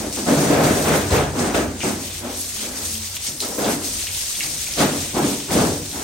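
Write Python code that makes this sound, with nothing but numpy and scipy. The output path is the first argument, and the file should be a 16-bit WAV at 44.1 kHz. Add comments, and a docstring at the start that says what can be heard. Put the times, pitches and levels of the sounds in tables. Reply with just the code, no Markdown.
"""In a shed of corrugated iron, a garden hose washes a goat. The jet fizzes on the wet coat and
spatters on the concrete as a dense train of small impacts. Whenever it sweeps past the animal it
drives the iron wall into forced vibration, and the sheet drums, booms and knocks at its normal modes.
Heavy drops slap the floor, ring the air they trap and echo in the shed. Over steady yard noise,
a low hum wavers and two modes of the sheet sing on for a moment."""
import sys
import numpy as np
from scipy import signal
from scipy.fft import rfft, irfft, next_fast_len
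from scipy.io import wavfile
from scipy.ndimage import uniform_filter1d, map_coordinates

SR = 44100
rng = np.random.default_rng(int(sys.argv[2]) if len(sys.argv) > 2 else 0)


def wav_out(sig):
    """Save sig, one row per channel (or a flat mono array), as 16-bit PCM at SR to the path in sys.argv[1]."""
    wavfile.write(sys.argv[1], SR, np.round(np.clip(np.atleast_2d(sig).T, -1, 1) * 32767).astype(np.int16))


N = 266239


def amp(db):
    """Amplitude ratio of a level in decibels."""
    return 10 ** (np.asarray(db) / 20)


def unit(x):
    """Normalisation to an rms of 1."""
    return x / np.sqrt(np.mean(x ** 2) + 1e-20)


def along(points, hz):
    """Interpolation of (frequency, value) points on a logarithmic frequency axis."""
    f, values = np.transpose(points)
    return np.interp(np.log(hz + 1), np.log(f + 1), values)


def curves(rows):
    """Linear interpolation in time: one value per sample for each column after the first."""
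    times, *columns = np.transpose(rows)
    return [np.interp(np.arange(N) / SR, times, column) for column in columns]


def wobble(rate):
    """Smooth random modulation through rate knots a second."""
    return map_coordinates(rng.standard_normal(int(N * rate / SR) + 4), [np.arange(N) * rate / SR])


def filtered(x, response):
    """Linear filtering: the spectrum is multiplied by a complex frequency response."""
    m = next_fast_len(N + 8192)
    return irfft(rfft(x, m) * response(np.fft.rfftfreq(m, 1 / SR)), m)[..., :N]


def grainy_noise(spectrum, spread_db, grain_s, patchy_db):
    """Modulated noise, as of many impacts: two streams, uneven in patches of time and frequency."""
    size_db = spread_db * np.array([wobble(1 / grain_s), wobble(1 / grain_s)])
    spectra = signal.stft(amp(size_db) * rng.standard_normal((2, N)), nperseg=256)[2]
    patches = uniform_filter1d(rng.standard_normal(spectra.shape[1:]), size=5, axis=0)
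    patches = uniform_filter1d(patches, size=8, axis=1)
    pair = signal.istft(spectra * amp(patchy_db * unit(patches)), nperseg=256)[1][:, :N]
    return unit(filtered(pair, lambda hz: amp(along(spectrum, hz))))


# Normal modes of the iron sheet: (frequency [Hz], bandwidth [Hz], gain [dB])
SHEET_MODES = [(67, 4.3, -16), (143, 24, 1), (206, 28, -4.5), (242.3, 6.8, -2.5), (286, 16, -3.5),
               (384, 30, -8), (424, 40, -6), (484.6, 21, -5), (577, 70, -9.5), (712, 31, -5.5),
               (801, 15, -14), (936, 20, -24), (1301, 20, -11), (1480, 23, -12), (1607, 20, -11)]
def sheet_response(f):
    """Modal superposition: damped resonances add to a flat response between the modes."""
    return 0.4 + sum(amp(db) * 1j * f * width / (hz * hz - f * f + 1j * f * width)
                     for hz, width, db in SHEET_MODES)


# The jet crossing the wall; boom, thud, clang and rattle are relative to the drumming level,
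# and a tilt is the upper half of a band over its lower half: (start [s], rise [s], hold [s],
# level [dB], boom [dB], thud [dB], clang [dB], clang tilt [dB], rattle [dB], rattle tilt [dB])
CROSSINGS = [(0.0, 0.0043, 0.052, -30, -8, -14, -2.5, 0, -6.5, -0.5),
             (0.165, 0.01, 0.013, -27.5, -16, -19, -8.5, 2, -6.5, -2),
             (0.257, 0.025, 0.039, -19.5, -16, -8.5, -3.5, 9.5, -4, 0),
             (0.356, .033, 0.069, -20.5, -16, -1, -3.5, 6, -5.5, 1),
             (0.456, 0.058, 0.1, -21, -14, -14, 0, 3, -2, -1),
             (0.61, 0.035, 0.063, -21, -10, -4.5, 0, 3, -3.5, 1.5),
             (.743, .038, 0.025, -30, -19, -9, 5.5, 0, 1.5, .4),
             (0.834, 0.039, 0.089, -20.5, -7.5, -6, -0.5, -2, -1, 2.5),
             (1.093, 0.043, 0.055, -22, -3.5, -1, 2, -4.5, 1, -1),
             (1.318, 0.086, 0.086, -24, -32, -12, -3.5, -2, -3.5, -1),
             (1.538, 0.009, 0.024, -21, -10, -14, -1, -1, -4.5, 8),
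             (1.597, 0.019, 0.033, -28.5, -5, -8, -16, 4, -11.5, -15),
             (1.829, 0.0082, 0.043, -23, -27, -11, -4.5, -2, -5.5, -1.5),
             (2.2, 0.044, 0.062, -34, -27, -29, -0.5, 1, -2.5, -2),
             (2.582, 0.07, 0.16, -37.5, -23, -18, -2.5, 0, -3.5, 2),
             (3.254, 0.036, .01, -41, -12, -3, -5, -3, -9, 3),
             (3.409, 0.016, 0.01, -32.5, -26, -20, 0, 1, -1, 5),
             (3.474, 0.048, .01, -37.5, -26, -23, 5.5, -4, -1.5, -5),
             (3.575, 0.015, 0.029, -25.5, -35, -15, 1, 2, -2.5, -2.5),
             (3.636, 0.027, 0.049, -24.5, -19, -11, -3.5, .4, -4, 0),
             (4.35, .03, .034, -45.5, -17, -13, -10, .4, -9, .4),
             (4.441, 0.018, 0.033, -43, -9, -0.5, -6, 3, -5, -4),
             (4.674, .017, .026, -47, -10, -12, -6, -1, -19, .4),
             (4.765, 0.051, 0.014, -19.5, -13, -9, -1, 1.5, -0.5, 0),
             (5.13, 0.042, 0.067, -21, -18, -9.5, -3, -7, -5.5, -5),
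             (5.478, .04, 0.03, -25, -10.5, -3, -1, -3, -2, -3),
             (5.535, .03, 0.05, -21, -10.5, -4, 2, -4, -3, -3.5),
             (5.919, 0.025, 0.12, -34.5, -27, -8.5, -3, -2, -1, -1)]
def crossing_envelope(offsets_db, fade_db_per_s):
    """Incoherent addition: each crossing rises, holds and decays exponentially; their powers sum."""
    t, power = np.arange(0, N + 32, 32) / SR, 0
    for (start, rise, hold, db, *_), offset_db in zip(CROSSINGS, offsets_db):
        front = np.clip((t - start) / max(rise, .005), 0, 1)
        decay_db = fade_db_per_s * np.maximum(t - start - rise - hold, 0)
        power = power + (front * amp(db + offset_db - decay_db)) ** 2
    return np.interp(np.arange(N) / SR, t, np.sqrt(power))


def tilted(band, level_db, tilt_db, split_hz, fade):
    """Spectral tilt: each crossing excites the two halves of a band in its own proportion."""
    low = filtered(band, lambda hz: 1 / (1 + (hz / split_hz) ** 8))
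    return (crossing_envelope(level_db - tilt_db / 2, fade) * low
            + crossing_envelope(level_db + tilt_db / 2, fade) * (band - low))


# Spectra of the jet's force on the wall, in five bands: (frequency [Hz], relative level [dB])
BOOM_BAND = [(22, -40), (38, -21), (50, 4), (68, 6), (95, 16), (125, -8), (200, -58)]
THUD_BAND = [(80, -43), (118, -7.5), (150, 0), (185, -2), (250, -51)]
DRUM_BAND = [(140, -24), (200, -2), (270, 1.5), (350, 2.5), (480, -31)]
CLANG_BAND = [(280, -38), (380, 0), (500, 1), (680, 2), (950, -38)]
RATTLE_BAND = [(550, -36), (760, -3.5), (1000, -4.5), (1700, -8), (2600, -13.5), (5000, -36), (9000, -64)]
BOOM_FADE, THUD_FADE, DRUM_FADE, CLANG_FADE, RATTLE_FADE = 45, 65, 79, 95.5, 110  # decay rates [dB/s]
def wall_drumming():
    """Forced vibration: slugs of water drive the sheet, from the panel's boom to the ribs' rattle."""
    def struck(band, patchy_db):
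        """The sheet's response to a band of random impacts."""
        return unit(filtered(grainy_noise(band, 0.19, 0.0048, patchy_db), sheet_response))
    *_, boom_db, thud_db, clang_db, clang_tilt, rattle_db, rattle_tilt = np.transpose(CROSSINGS)
    slugs_db = 0.54 * wobble(30) + 0.52 * wobble(13)
    drum = crossing_envelope(np.zeros(len(CROSSINGS)), DRUM_FADE) * struck(DRUM_BAND, 0.8)
    clang = tilted(struck(CLANG_BAND, 0.98), clang_db, clang_tilt, split_hz=450, fade=CLANG_FADE)
    thud = crossing_envelope(thud_db, THUD_FADE) * amp(0.77 * wobble(14)) * struck(THUD_BAND, 0.19)
    rattle = tilted(struck(RATTLE_BAND, 0.79), rattle_db, rattle_tilt, split_hz=1200, fade=RATTLE_FADE)
    # the heavy panel follows slowly
    swell = uniform_filter1d(crossing_envelope(boom_db, BOOM_FADE), size=SR // 25)
    return amp(slugs_db) * (drum + clang + thud + rattle) + swell * struck(BOOM_BAND, 0.2)


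def panel_thumps(hz=68, t60_s=0.57, over_boom_db=-2):
    """Damped free vibration: the first push of each crossing sets the lowest panel mode swinging."""
    out, t = np.zeros(N + SR), np.arange(SR) / SR
    swing = np.sin(2 * np.pi * hz * t) * amp(-60 * t / t60_s) * (1 - np.exp(-t / 0.016))
    for start, _, _, db, boom_db, *_ in CROSSINGS:
        out[round(start * SR):][:SR] += amp(db + boom_db + over_boom_db) * swing
    return out[:N]


def bubbles(count, centre_hz, cycles, spread_db):
    """Bubble resonance: tiny air pockets ping for a few cycles, rising in pitch, in two streams."""
    when, pitch, size, side = rng.random((count, 4)).T[:, :, None]
    hz = centre_hz * np.exp(1.3 * (pitch - .5))
    length = 300
    t = np.arange(length) / SR
    strength = amp(-spread_db * np.log(size + 0.0093))
    pings = strength * np.sin(2 * np.pi * hz * t * (1 + 8 * t)) * np.exp(-t * hz / cycles)
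    at = (when * N).astype(int) + np.arange(length) + (side > .5) * (N + length)
    streams = np.bincount(at.ravel(), pings.ravel(), 2 * (N + length)).reshape(2, -1)
    return unit(streams[:, :N])


# Spatter on coat and concrete: (time [s], level [dB])
SPATTER_LEVELS = [(0.0, -34), (0.12, -37), (0.13, -31), (0.2, -28), (0.25, -32), (0.28, -25.5),
                  (0.32, -31.5), (0.42, -27), (0.55, -32.5), (0.62, -31), (0.64, -27.5), (0.74, -29),
                  (0.76, -30.5), (0.97, -27), (1.04, -36.5), (1.14, -26), (1.21, -34), (1.27, -38),
                  (1.33, -38), (1.38, -36), (1.4, -28.5), (1.46, -32.5), (1.53, -37.5), (1.56, -29.5),
                  (1.63, -35.5), (1.71, -42.5), (1.79, -37), (1.85, -30), (2.0, -37.5), (2.04, -35.5),
                  (2.13, -32), (2.24, -40.5), (2.42, -30.5), (2.47, -34), (2.56, -30.5), (2.66, -30),
                  (2.74, -36), (2.77, -30), (2.81, -32.5), (2.86, -28), (3.14, -36), (3.16, -32),
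                  (3.19, -37), (3.28, -28), (3.36, -38), (3.395, -37), (3.41, -29), (3.56, -35),
                  (3.63, -31), (3.73, -29), (3.82, -35.5), (3.85, -29), (4.12, -30.5), (4.18, -28.5),
                  (4.77, -30.5), (4.79, -26.5), (4.82, -25), (4.89, -32), (5.03, -28.5), (5.14, -34.5),
                  (5.18, -30.5), (5.25, -31), (5.3, -27), (5.36, -31), (5.5, -37), (5.52, -29),
                  (5.61, -26.5), (5.83, -35), (6.04, -33)]
# Balance set by what the jet lands on, relative to the spatter: (time [s], splash [dB], mist [dB])
SPRAY_BALANCE = [(0.0, -7, -4.5), (.5, -8, -4), (1.0, -8, -1.5), (1.25, -4, -7), (1.45, -17, -7),
                 (1.7, -8, -12), (2.0, -6, -2.5), (2.28, -1.5, -2.5), (2.4, -11.5, 0.5), (2.6, -3.5, -4.5),
                 (2.88, -9.5, -2), (3.0, -7.5, -1), (3.16, -5, -2), (3.28, -6.5, -4), (3.4, -10.5, 0),
                 (3.7, -8, -0.5), (4.0, -6.5, -3.5), (4.5, -8.5, -2), (4.85, -3.5, -3), (5.3, -4, -4),
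                 (5.7, -5, -4), (6.04, -8.5, -1)]
# Spectra of the spray, coarse to fine: (frequency [Hz], relative level [dB])
SPLASH_BAND = [(900, -23), (1800, -9), (2600, -3.5), (3600, -2), (5500, -17)]
SPATTER_BAND = [(2500, -26), (4000, -3.5), (5000, -1), (6300, 2), (7500, -1), (8700, 1.5), (9800, -1),
                (12000, -85)]
MIST_BAND = [(8500, -111), (10500, 5), (11500, -6.5), (13000, -11), (15800, -11)]
def spray():
    """Impact noise: the jet bursts into splash, spatter and mist that flutter together."""
    (spatter_db,), (splash_db, mist_db) = curves(SPATTER_LEVELS), curves(SPRAY_BALANCE)
    flutter_db = 0.94 * wobble(25.13) + 0.5 * wobble(90)
    spatter = amp(2) * grainy_noise(SPATTER_BAND, 0.76, 0.0023, 1.0)
    spatter += amp(-10) * bubbles(count=2500, centre_hz=6500, cycles=2.0, spread_db=1.2)
    mist = amp(mist_db + 0.3 * wobble(14)) * grainy_noise(MIST_BAND, 0.78, 0.0016, 2.9)
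    splash = grainy_noise(SPLASH_BAND, 0.28, 0.0021, 0.84)
    splash += amp(-7) * bubbles(count=5000, centre_hz=3750, cycles=2.9, spread_db=1.1)
    coat_drips = amp(-15) * bubbles(count=900, centre_hz=1250, cycles=2.8, spread_db=2.4)
    # water thrown back off the wall follows the upper half of the rattle
    *_, rattle_db, rattle_tilt = np.transpose(CROSSINGS)
    rebound = crossing_envelope(rattle_db + rattle_tilt / 2 - 11, RATTLE_FADE)
    coarse_gain = np.hypot(amp(spatter_db + splash_db + 0.7 * wobble(11)), rebound)
    return amp(flutter_db) * (amp(spatter_db) * (spatter + mist) + coarse_gain * (splash + coat_drips))


# Spectrum of the yard's background: (frequency [Hz], relative level [dB])
YARD_BAND = [(20, -28), (55, 7.5), (90, 1), (200, -6.5), (500, -9.5), (1000, -14), (2000, -13), (5000, -47),
             (15000, -26)]
def yard():
    """Ambient noise: a faint broadband floor, strongest in the bass."""
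    return amp(-41.5) * grainy_noise(YARD_BAND, spread_db=1.0, grain_s=0.046, patchy_db=1.2)


# Heavy drops on the wet floor; crack and scatter are relative to the ring: (time [s], ring level [dB],
# pitch [Hz], crack [dB], crack length [s], scatter [dB], left minus right [dB])
HEAVY_DROPS = [(0.126, -30, 5230, 4, 0.0054, -15, 2.5), (1.108, -21, 4070, -6, .006, -15, -1),
               (1.805, -26, 2450, -3, 0.007, -8, 8), (1.815, -28, 2450, -7, .011, -10, -13),
               (1.83, -29, 2300, -2, 0.01, -12, 3), (2.113, -26.5, 3620, -3, 0.0054, -15, 4),
               (2.593, -28, 3880, 3, .004, -19, 5), (2.855, -27, 4400, -4, .005, -22, 0),
               (2.953, -22, 3260, -14, .006, -21, -3), (3.167, -23.5, 3350, 0.5, 0.0066, -17, .5),
               (3.267, -23, 5800, -3, 0.0093, -10, 2), (3.404, -16, 4200, 2.5, 0.004, -15, -3),
               (3.644, -23, 3480, 0, .006, -9, -2), (4.024, -26, 4180, -8, 0.0046, -21, -12),
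               (4.069, -22.5, 2880, 0.5, 0.0065, -10.5, 1), (4.147, -29, 3430, -6, .005, -5, -6),
               (4.352, -24.5, 3400, -2.5, .007, -12, 0), (4.4065, -20, 2230, -9, .005, -14, 1),
               (4.407, -17.5, 2770, -8, .005, -22, -3), (4.439, -21, 4740, -8, .005, -21, 1),
               (4.668, -27, 2400, -6, 0.0057, -12, 0), (4.738, -25, 5530, 1, .005, -19, 7),
               (4.783, -19.5, 3940, -10, 0.0054, -10, -2), (5.401, -34.5, 3360, 5, 0.015, -6, 0),
               (5.507, -27, 1940, 3, 0.0088, -13, 0), (5.914, -27.5, 3880, -7, 0.006, -11, 1.5)]
def floor_slaps(ring_t60_s=0.019, scatter_t60_s=0.37):
    """Impact and cavity resonance: each drop cracks, rings the air it traps and scatters droplets."""
    out, t = np.zeros((2, N + SR)), np.arange(SR // 10) / SR
    f = np.fft.rfftfreq(len(t), 1 / SR)
    attack = 1 - np.exp(-t / .0003)
    def noise_band(hz, log_width):
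        """Band-pass noise centred on the drop's pitch."""
        rolloff = 1 + (np.log((f + 1) / hz) / log_width) ** 4
        return unit(irfft(rfft(rng.standard_normal(len(t))) / rolloff, len(t)))
    for start, db, hz, crack_db, crack_s, scatter_db, pan_db in HEAVY_DROPS:
        ring = np.sin(2 * np.pi * hz * t) * amp(-60 * t / ring_t60_s)
        crack = amp(crack_db - 60 * (t / crack_s) ** 2) * noise_band(hz, log_width=0.55)
        scatter = amp(scatter_db - 60 * t / scatter_t60_s) * noise_band(hz, log_width=0.25)
        gains = amp(db + np.array([[pan_db], [-pan_db]]) / 2)
        out[:, round(start * SR):][:, :len(t)] += gains * attack * (ring + crack + scatter)
    return out[:, :N]


# Decay of sound in the shed: (frequency [Hz], reverberation time [s])
SHED_T60 = [(200, 0.36), (2000, 0.61), (10000, 0.027)]
def shed_echo(x):
    """Reverberation: convolution with a diffuse tail in which each frequency decays at its own rate."""
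    hz, t, spectra = signal.stft(rng.standard_normal((2, SR // 2)), SR, nperseg=256)
    decay = amp(-60 * t / along(SHED_T60, hz)[:, None])
    tail = signal.istft(spectra * decay, SR, nperseg=256)[1]
    return signal.fftconvolve(x, tail / np.linalg.norm(tail[0]), axes=1)[:, :N]


# The heaviest slugs of water on the wall: (middle of the push [s], peak level [dB], pitch [Hz])
HEAVY_SLUGS = [(.18, -26, 269), (.28, -18, 290), (.31, -16, 255), (.327, -15, 269), (.378, -17, 200),
               (.395, -12.5, 301), (.507, -12.5, 320), (.602, -18, 657), (.651, -16, 291), (.654, -17, 161),
               (.872, -18, 452), (.901, -18, 301), (.945, -17, 183), (1.131, -14, 75), (1.156, -18, 506),
               (1.22, -21, 474), (1.241, -21, 70), (1.556, -19, 334), (1.621, -21, 280), (1.851, -21, 183),
               (2.28, -31, 265), (3.596, -20, 506), (3.666, -20, 226), (4.823, -18, 269), (4.853, -19, 301),
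               (4.858, -19, 161), (5.172, -18.5, 334), (5.205, -20, 323), (5.246, -20, 301),
               (5.558, -15, 205), (5.567, -15.5, 452), (5.584, -16, 205), (5.588, -16, 380),
               (5.61, -16.5, 248), (5.615, -15.5, 441)]
def wall_knocks():
    """Transient excitation: each slug pushes briefly, and the sheet modes near its pitch ring out."""
    out, t = np.zeros(N + SR), np.arange(SR // 2) / SR
    response = sheet_response(np.fft.rfftfreq(len(t), 1 / SR))
    for (middle, db, hz), phase in zip(HEAVY_SLUGS, rng.random(len(HEAVY_SLUGS))):
        push_s = .016 + 2 / hz
        press = np.sin(np.pi * np.clip(t / push_s, 0, 1)) ** 2
        force = press * np.sin(2 * np.pi * (hz * t + phase))
        ring = irfft(rfft(force) * response, len(t))
        out[round((middle - push_s / 2) * SR):][:len(t)] += amp(db) * ring / np.abs(ring).max()
    return out[:N]


def wavering_tone(levels, hz, waver_hz, waver_db):
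    """Random frequency and amplitude modulation of a sine that fades at both ends of its table."""
    db, = curves(levels)
    t = np.arange(N) / SR
    gate = np.clip(np.minimum(t - levels[0][0], levels[-1][0] - t) / 0.038, 0, 1)
    envelope = np.sqrt(2) * gate * amp(db + waver_db * wobble(3.2))
    return envelope * np.sin(2 * np.pi * np.cumsum(hz + waver_hz * wobble(15)) / SR)


# Envelope of the low hum: (time [s], level [dB])
HUM_LEVELS = [(1.9, -40), (2.25, -45), (2.43, -40.5), (2.76, -53), (2.9, -42), (3.12, -40), (3.25, -53),
              (3.65, -56), (4.15, -43), (4.3, -71)]
def low_hum():
    """Slow modulation: a low tone wavers in pitch and level."""
    return wavering_tone(HUM_LEVELS, hz=89, waver_hz=2.13, waver_db=2.1)


# Envelopes of two lingering sheet modes: (time [s], level [dB])
UPPER_MODE_LEVELS = [(2.26, -36), (2.31, -38), (2.45, -46.5), (2.56, -53), (2.7, -52), (2.8, -46),
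                     (2.9, -52)]
LOWER_MODE_LEVELS = [(2.55, -56), (2.626, -43), (2.7, -65), (2.908, -54), (2.944, -34), (3.008, -41),
                     (3.1, -52)]
def singing_sheet():
    """Resonance: two modes of the sheet ring on faintly, each as a nearly pure tone."""
    upper = wavering_tone(UPPER_MODE_LEVELS, hz=247, waver_hz=2.2, waver_db=1.5)
    lower = wavering_tone(LOWER_MODE_LEVELS, hz=220, waver_hz=1.53, waver_db=2.3)
    return upper + lower


# Likeness of the two channels: (frequency [Hz], coherence [0-1])
COHERENCE = [(60, 0.99), (290, 0.93), (640, 0.64), (1400, 0.3), (3100, 0.32), (6000, 0.16), (8500, 0.4),
             (9700, 1), (15000, 0.96)]
# Phase difference between them: (frequency [Hz], lead of the left [rad])
PHASE_LEAD = [(780, -.05), (1810, -1.1), (2500, .4), (7670, .6), (8700, -.1), (9800, -2.8), (10600, -3.4),
              (11600, -6), (12700, -6.6), (13300, -9.1), (14300, -9.7), (14900, -12.3), (16000, -12.7)]
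# Level difference between them: (frequency [Hz], left minus right [dB])
LEVEL_LEAN = [(60, 0.5), (180, 0), (550, 0.8), (1650, 0), (4970, 3), (9000, 0.4), (15000, -0.3)]
def stereo_field(pair):
    """Partial coherence: two independent streams become a common and an opposed share of each channel."""
    def shares(hz):
        """Mid and side weights of constant total power."""
        angle = np.arccos(np.clip(along(COHERENCE, hz), 0, 1)) / 2
        return np.array([np.cos(angle), np.sin(angle)])
    mid, side = filtered(pair, shares)
    left = lambda hz: amp(along(LEVEL_LEAN, hz) / 2) * np.exp(.5j * along(PHASE_LEAD, hz))
    return np.array([filtered(mid + side, left), filtered(mid - side, lambda hz: 1 / left(hz))])


def scene():
    """Superposition: wide water and yard noise, slaps with their echo, and centred knocks and tones."""
    wide = stereo_field(wall_drumming() + spray() + yard())
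    slaps = floor_slaps()
    echo = amp(-10) * shed_echo(slaps)
    return wide + panel_thumps() + slaps + echo + wall_knocks() + low_hum() + singing_sheet()


def record(dry):
    """Band limiting: an ideal low-pass filter removes the highest treble."""
    return filtered(dry, lambda hz: hz < 15850)


dry = scene()
out = record(dry)
wav_out(out)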